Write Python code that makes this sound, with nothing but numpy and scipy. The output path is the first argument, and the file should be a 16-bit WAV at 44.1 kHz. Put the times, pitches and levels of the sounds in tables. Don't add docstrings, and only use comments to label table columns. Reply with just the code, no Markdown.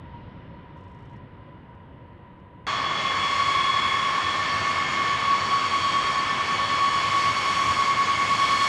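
import sys
import numpy as np
from scipy import signal
from scipy.io import wavfile
from scipy.ndimage import uniform_filter1d

SR = 44100
rng = np.random.default_rng(int(sys.argv[2]) if len(sys.argv) > 2 else 0)


def elevation(decibels):
    levels = np.asarray(decibels, float)
    return 10 ** (levels / 20)


def to_wav(sig):
    pcm = np.clip(np.atleast_2d(sig), -1, 1) * 32767
    pcm = np.round(pcm).astype(np.int16)
    wavfile.write(sys.argv[1], SR, pcm.T)


N = 382788
T = np.arange(N) / SR
COARSE_T = T[::128]

CUT_S = 2.6675
CUT = round(CUT_S * SR)
FAR_END = CUT + 1000
HISS_DB = -88.5

# freq_hz, density_db_per_hz
FAR_RUMBLE = [(12, -48), (20, -25), (91, 0), (173, -5.5), (242, -12.5), (300, -12), (400, -25), (520, -53),
              (880, -120)]
# freq_hz, density_db_per_hz
FAR_RUSH = [(150, -2), (400, -5.5), (800, -11.5), (1600, -15), (2400, -21), (3500, -25), (4500, -35),
            (5500, -42), (7000, -62), (12000, -90)]
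# freq_hz, width_hz, over_rush_db
FAR_HUMS = [(492.4, 14, 6), (566.4, 22, 10)]
FAR_FAN_RATES = [922, 945, 956, 980, 992, 1012, 1035]
FAR_FAN_LEVELS = [-4, 0.5, 2.5, -2.5, 0, 2, -7.5]
FAR_HARMONIC_LEVELS = [-0.7, -13, -17.5]
FAR_START_LEVELS = [-43.5, -54.5, -52]
FAR_FADES = [2.1, 1.23, 1.4]
# centre_s, half_width_s, peak_db
FAR_SURGES = [
    (.55, .06, -50),
    (1.15, .05, -49),
    (1.58, .04, -48),
]

# into_turn_s, peak_db, ring_hz, rasp_db
TURN_TICKS = [
    (0, -72, 5270, -80),
    (.0153, -74, 5350, -85),
    (.0354, -72, 5400, -79),
    (.0659, -68, 5380, -82),
]
# start_s, peak_db, ring_hz, rasp_db
STRAY_TICKS = [
    (1.699, -80, 5170, -90),
    (1.7494, -77, 5450, -89),
    (2.4009, -77, 5010, -85),
]
# start_s, end_s, level_db
GEAR_WHIRR = (.76, 1.18, -89)

# freq_hz, density_db_per_hz
NEAR_RUMBLE = [(15, -38), (30, -33), (60, -18), (88, -3), (99, 1), (112, -3.5), (200, -5.5), (400, -10.5),
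               (700, -51), (1200, -93)]
# centre_s, half_width_s, peak_db
EXHAUST_SURGES = [
    (4.62, 0.069, -39.5),
    (4.95, 0.076, -41.5),
    (5.3, .2, -49),
    (7.67, 0.1, -41),
]
# freq_hz, density_db_per_hz
NEAR_RUSH = [(200, -7.5), (430, -3.5), (600, -0.5), (1400, 1.5), (1950, -1), (2600, -1.5), (3700, -6.5),
             (6100, -14.5), (9000, -24.5), (12000, -41), (14000, -55.5), (16000, -75)]
# freq_hz, width_hz, over_rush_db
BLADE_HEAPS = [(1083, 168, 9.5), (1197, 130, 7.5), (1785, 170, 2.5), (2197, 274, 6), (3314, 380, 6),
               (4490, 160, 8.5), (5200, 940, 2.5), (6790, 670, 5)]
# time_s, extra_loss_at_10_khz_db
APPROACH = [
    (2.67, 7),
    (2.9, 8.5),
    (3.15, 1.5),
    (3.5, 1),
    (5.3, 3),
    (5.95, 0.5),
    (6.3, 2),
    (7.65, -4.5),
    (8.0, -1),
    (8.68, -7),
]
# resting_hz, start_above_hz, settling_s
FAN_RATES = [(1115.5, 24.2, 2.6), (1113, 9.5, 5.5), (1103, 23.6, 3.9), (1070, 26.5, 2.7), (1071, 4.8, 3),
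             (1046, 32, 2.4)]
FAN_SLOWING = [0, 0, 0, 0, 7.5, 0]
CORE_TONES = [0, 2.693, 0, 1.938, 0, 0]
FAN_TRIMS = [0.78, 3.3, 0.9, 1.1, 2.1]
OVERTONES = [2.594, 4.783, 5, 5.187, 5.781, 6, 7, 8]
OVERTONE_LEVELS = [-58, -67, -58, -69.5, -75, -65, -68.5, -77]
BETWEEN_BEAMS = {"blade": -54, "stage": -59, "2nd": -56, "3rd": -61, "4th": -65, "core": -62}
FAN_1_BEAMS = {"blade": [(3.0, 0.72, -32.5), (4.5, 0.92, -35), (5.8, 0.57, -31.5), (7.9, 1.5, -27)],
               "stage": [(3.0, .35, -51), (4.2, .7, -44), (8.4, 0.44, -46)], "2nd": [(3.8, 0.32, -45),
               (4.7, .6, -45.5), (6.45, 0.59, -44.5), (8.1, 0.74, -44.5)], "3rd": [(3.5, 0.62, -44.5),
               (4.4, .6, -52), (7.0, 0.33, -51), (8.7, .4, -48)], "4th": [(5.9, .6, -53), (7.4, .3, -53),
               (8.7, .3, -46)]}
FAN_2_BEAMS = {"blade": [(3.7, 0.48, -31.5), (4.95, 0.74, -30), (7.1, 0.38, -30)],
               "stage": [(3.4, 0.48, -48), (6.5, 0.66, -45), (7.4, .2, -47)], "2nd": [(3.6, 0.45, -46),
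               (5.5, .5, -43), (6.5, 0.59, -42.5), (8.4, .4, -41)], "3rd": [(2.7, 0.93, -40),
               (4.0, 0.34, -39), (5.8, 1.5, -46.5), (7.4, 0.83, -44), (8.7, .3, -46)],
               "4th": [(3.3, .4, -51.5), (4.65, .25, -49.5), (5.75, 0.46, -45), (7.4, 0.57, -50)],
               "core": [(3.3, 0.67, -47.5), (5.2, 0.44, -45.5), (6.8, 0.49, -45.5), (8.0, 1.1, -46.5)]}
FAN_3_BEAMS = {"blade": [(3.5, .3, -36), (4.7, 0.2, -38.5), (5.8, .9, -31.5), (7.0, 0.84, -31.5),
               (8.3, 0.59, -29)], "stage": [(4.8, 0.67, -43), (6.7, .5, -49), (8.7, .4, -45.5)],
               "2nd": [(3.4, 0.28, -40), (4.2, 0.46, -50), (7.3, 0.47, -40), (8.6, 0.58, -35)],
               "3rd": [(3.4, 0.71, -41), (4.1, .4, -42.5), (8.7, 0.44, -41)], "4th": [(4.4, .5, -51.5),
               (7.4, .4, -53), (8.7, .4, -53)]}
FAN_4_BEAMS = {"blade": [(2.8, .6, -33.5), (3.85, 0.39, -29.5), (5.9, 0.62, -39), (7.4, 0.66, -37.5),
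               (8.7, 0.34, -33)], "stage": [(2.9, 0.27, -51), (3.8, 0.26, -47.5), (5.0, .7, -48.5),
               (7.7, .6, -51), (8.7, 0.18, -47)], "2nd": [(3.7, .4, -40.5), (4.8, 0.43, -36),
               (6.2, 0.71, -51), (7.9, .9, -42)], "3rd": [(2.7, .4, -47), (3.4, .5, -44), (5.0, 0.22, -44),
               (5.9, 0.39, -41)], "4th": [(2.75, .2, -53.5), (3.3, .3, -50.5), (5.35, 0.7, -50.5),
               (6.8, 0.36, -48), (7.7, 0.7, -50), (8.7, 0.38, -45.5)], "core": [(3.4, 0.69, -41),
               (4.5, 0.65, -49)]}
FAN_5_BEAMS = {"blade": [(3.6, 0.8, -35.5), (5.5, 1.3, -41.5)], "stage": [(3.2, .5, -50)],
               "2nd": [(3.8, .5, -47)], "3rd": [(3.2, 0.63, -49), (6.15, 0.22, -49)],
               "4th": [(2.7, .15, -49)]}
FAN_6_BEAMS = {"blade": [(2.7, .4, -47), (3.65, 0.17, -37.5), (4.7, .3, -49), (6.2, .25, -40)],
               "stage": [(4.15, .2, -48)], "2nd": [(2.7, .25, -47), (3.7, .4, -47)],
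               "3rd": [(3.5, 0.18, -53), (4.3, 0.37, -54)], "4th": [(2.95, .2, -54), (3.5, 0.38, -47.5),
               (4.3, 0.22, -53)]}


def evened(x):
    return x / np.sqrt(np.mean(x ** 2) + 1e-20)


def spectrum_db(points, hz):
    point_hz, level_db = np.transpose(points)
    return np.interp(np.log(hz + 1), np.log(point_hz + 1), level_db)


def heaped_db(hz, heaps):
    lift = sum((elevation(2 * db) - 1) / (1 + (2 * (hz - f) / width_hz) ** 2) ** 2 for f, width_hz, db in heaps)
    return 10 * np.log10(np.maximum(1 + lift, .01))


def swept_db(passes, floor_db, t):
    power = elevation(2 * floor_db)
    for centre_s, half_s, peak_db in passes:
        power = power + elevation(2 * (peak_db - 6 * abs((t - centre_s) / max(half_s, .02)) ** 3))
    return 10 * np.log10(power) + 0 * t


def drift(top_hz, count):
    hz = np.geomspace(.4, top_hz, 16)[:, None]
    starts = rng.random((count, 16, 1))
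    return [evened((np.sin(2 * np.pi * (hz * COARSE_T + start)) / np.sqrt(hz)).sum(0)) for start in starts]


def airflow(shape_db, band_hz, patchy_db=0, gust_db=0, size=1024, count=N):
    hop = size // 4
    frames, hz = count // hop + 5, np.fft.rfftfreq(size, 1 / SR)[:, None]
    real, imag, patches = rng.standard_normal((frames, len(hz), 3)).T
    patches = uniform_filter1d(patches, size=14, axis=0)
    patches = evened(uniform_filter1d(patches, size=16, axis=1))
    gusts = uniform_filter1d(rng.standard_normal(frames), size=12)
    gusts = evened(uniform_filter1d(gusts, size=6))
    ruffle = np.minimum(hz / 5000, 1)
    field_db = shape_db(hz, np.arange(frames) * hop / SR) + ruffle * (patchy_db * patches + gust_db * gusts)
    field = (real + 1j * imag) * elevation(field_db)
    in_band = (hz > band_hz[0]) * (hz < band_hz[1])
    share = np.sum(abs(field * in_band) ** 2) / np.sum(abs(field) ** 2)
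    flow = signal.istft(field, nperseg=size, noverlap=size - hop)[1][:count]
    return np.pad(evened(flow) / np.sqrt(share), (0, N - count))


def microphone_hiss():
    lowpass = signal.butter(24, 12100, fs=SR, output="sos")
    return elevation(HISS_DB) * signal.sosfilt(lowpass, rng.standard_normal(N))


def far_loss_db(hz, t):
    loss_at_4_khz_db_per_s = 2.5
    return loss_at_4_khz_db_per_s * np.minimum(t, CUT_S) * (hz / 4000) ** 2


def far_whine_db(hz, t, blur_hz=9.6):
    power = 0
    for rate_hz, fan_db in zip(FAR_FAN_RATES, FAR_FAN_LEVELS):
        for k, harmonic_db in enumerate(FAR_HARMONIC_LEVELS, 1):
            offset = 2 * (hz - k * rate_hz) / (k * blur_hz)
            power = power + elevation(2 * (fan_db + harmonic_db)) / k / (1 + offset ** 2) ** 1.43
    return 10 * np.log10(power) - far_loss_db(hz, t)


def far_jet():
    def rush_shape_db(hz, t):
        return spectrum_db(FAR_RUSH, hz) + heaped_db(hz, FAR_HUMS) - far_loss_db(hz, t)

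    levels_db = [start_db - fade * T for start_db, fade in zip(FAR_START_LEVELS, FAR_FADES)]
    rumble_db, rush_db, whine_db = levels_db
    rumble_db = swept_db(FAR_SURGES, rumble_db, T)
    rumble = airflow(lambda hz, t: spectrum_db(FAR_RUMBLE, hz), (40, 350), size=4096, count=FAR_END)
    rush = airflow(rush_shape_db, (400, 850), patchy_db=1.5, gust_db=.6, size=2048, count=FAR_END)
    whine = airflow(far_whine_db, (900, 1060), size=8192, count=FAR_END)
    return elevation(rumble_db) * rumble + elevation(rush_db) * rush + elevation(whine_db) * whine


def shutter(t60_s=.045, rise_s=.007):
    start_s, turn_s, turns = .7736, .1084, 4
    ticks = [(start_s + k * turn_s + s, *rest) for k in range(turns) for s, *rest in TURN_TICKS]
    ticks = ticks + list(STRAY_TICKS)
    out, t = np.zeros(N), np.arange(2400) / SR
    envelope = elevation(-60 * t / t60_s) * np.minimum(t / rise_s, 1) ** 2
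    rasp_band = signal.butter(2, (5400, 8800), "bandpass", fs=SR)
    for tick_s, peak_db, ring_hz, rasp_db in ticks:
        noise = rng.standard_normal(len(t))
        ring = evened(signal.lfilter(*signal.iirpeak(ring_hz, 7.0, SR), noise))
        rasp = evened(signal.lfilter(*rasp_band, noise[::-1]))
        tick = elevation(peak_db + 5) * ring + elevation(rasp_db + 7) * rasp
        out[round((tick_s - rise_s) * SR):][:len(t)] += envelope * tick
    whirr_start_s, whirr_end_s, whirr_db = GEAR_WHIRR
    gear_band = signal.butter(3, (4500, 8500), "bandpass", fs=SR)
    gear = evened(signal.lfilter(*gear_band, rng.standard_normal(N)))
    out += elevation(whirr_db) * gear * (T > whirr_start_s) * (T < whirr_end_s)
    return signal.sosfilt(signal.butter(12, 11800, fs=SR, output="sos"), out)


def air_loss_db(hz, t):
    time_s, loss_db = np.transpose(APPROACH)
    return np.interp(t, time_s, loss_db) * (hz / 10000) ** 1.6


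def near_exhaust():
    rumble = airflow(lambda hz, t: spectrum_db(NEAR_RUMBLE, hz), (40, 350), size=4096)
    level_db = swept_db(EXHAUST_SURGES, -43 + 0.38 * (T - CUT_S), T)
    return elevation(level_db) * rumble


def near_intake():
    def shape_db(hz, t):
        return spectrum_db(NEAR_RUSH, hz) + heaped_db(hz, BLADE_HEAPS) - air_loss_db(hz, t)

    rush = airflow(shape_db, (450, 900), patchy_db=1.1, gust_db=0.44)
    return elevation(-40 + 0.04 * (T - CUT_S)) * rush


def fan(rate, slowing_hz_per_s, core, beams, twinkle_db=1.9, wobble_turns=.018):
    throttle_back_s, second_stage = 5.6, 1.594
    rest_hz, above_hz, settle_s = rate
    hz = rest_hz + above_hz * np.exp((CUT_S - COARSE_T) / settle_s)
    hz = hz - slowing_hz_per_s * np.maximum(COARSE_T - throttle_back_s, 0)

    swept = [swept_db(beams.get(tone, []), floor_db, COARSE_T) for tone, floor_db in BETWEEN_BEAMS.items()]
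    *levels_db, core_db = swept
    levels_db = [db + trim_db for db, trim_db in zip(levels_db, FAN_TRIMS)]
    beam_db = .5 * (levels_db[-1] + 52.5)
    for k, db in zip(OVERTONES, OVERTONE_LEVELS):
        levels_db.append(db + beam_db - air_loss_db(k * hz, COARSE_T))
    multiples = [1, second_stage, 2, 3, 4, *OVERTONES]
    if core:
        multiples.append(core)
        levels_db.append(core_db)

    late = signal.resample_poly(drift(30, count=1)[0], 128, 1)[:N]
    turns = (np.cumsum(np.interp(T, COARSE_T, hz)) / SR + wobble_turns * late)[CUT:]
    out = np.zeros(N)
    for k, db, twinkle in zip(multiples, levels_db, drift(25, count=len(multiples))):
        level = np.interp(T[CUT:], COARSE_T, elevation(db + twinkle_db * twinkle))
        phase = 2 * np.pi * ((k * turns + rng.random()) % 1)
        out[CUT:] += level * np.sin(phase.astype(np.float32))
    return np.sqrt(2) * out


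def near_jet():
    beams = (FAN_1_BEAMS, FAN_2_BEAMS, FAN_3_BEAMS, FAN_4_BEAMS, FAN_5_BEAMS, FAN_6_BEAMS)
    fans = sum(fan(*engine) for engine in zip(FAN_RATES, FAN_SLOWING, CORE_TONES, beams))
    return near_exhaust() + near_intake() + fans


def scene():
    near = np.clip((T - CUT_S) / .00005, 0, 1)
    mix = (1 - near) * (far_jet() + shutter()) + near * near_jet() + microphone_hiss()
    return mix[None]


def top_cut(x):
    return signal.sosfilt(signal.butter(12, 14960, fs=SR, output="sos"), x)


def record(dry):
    thin = signal.lfilter(*signal.butter(2, 30, "highpass", fs=SR), dry)
    return top_cut(thin)


dry = scene()
out = record(dry)
to_wav(out)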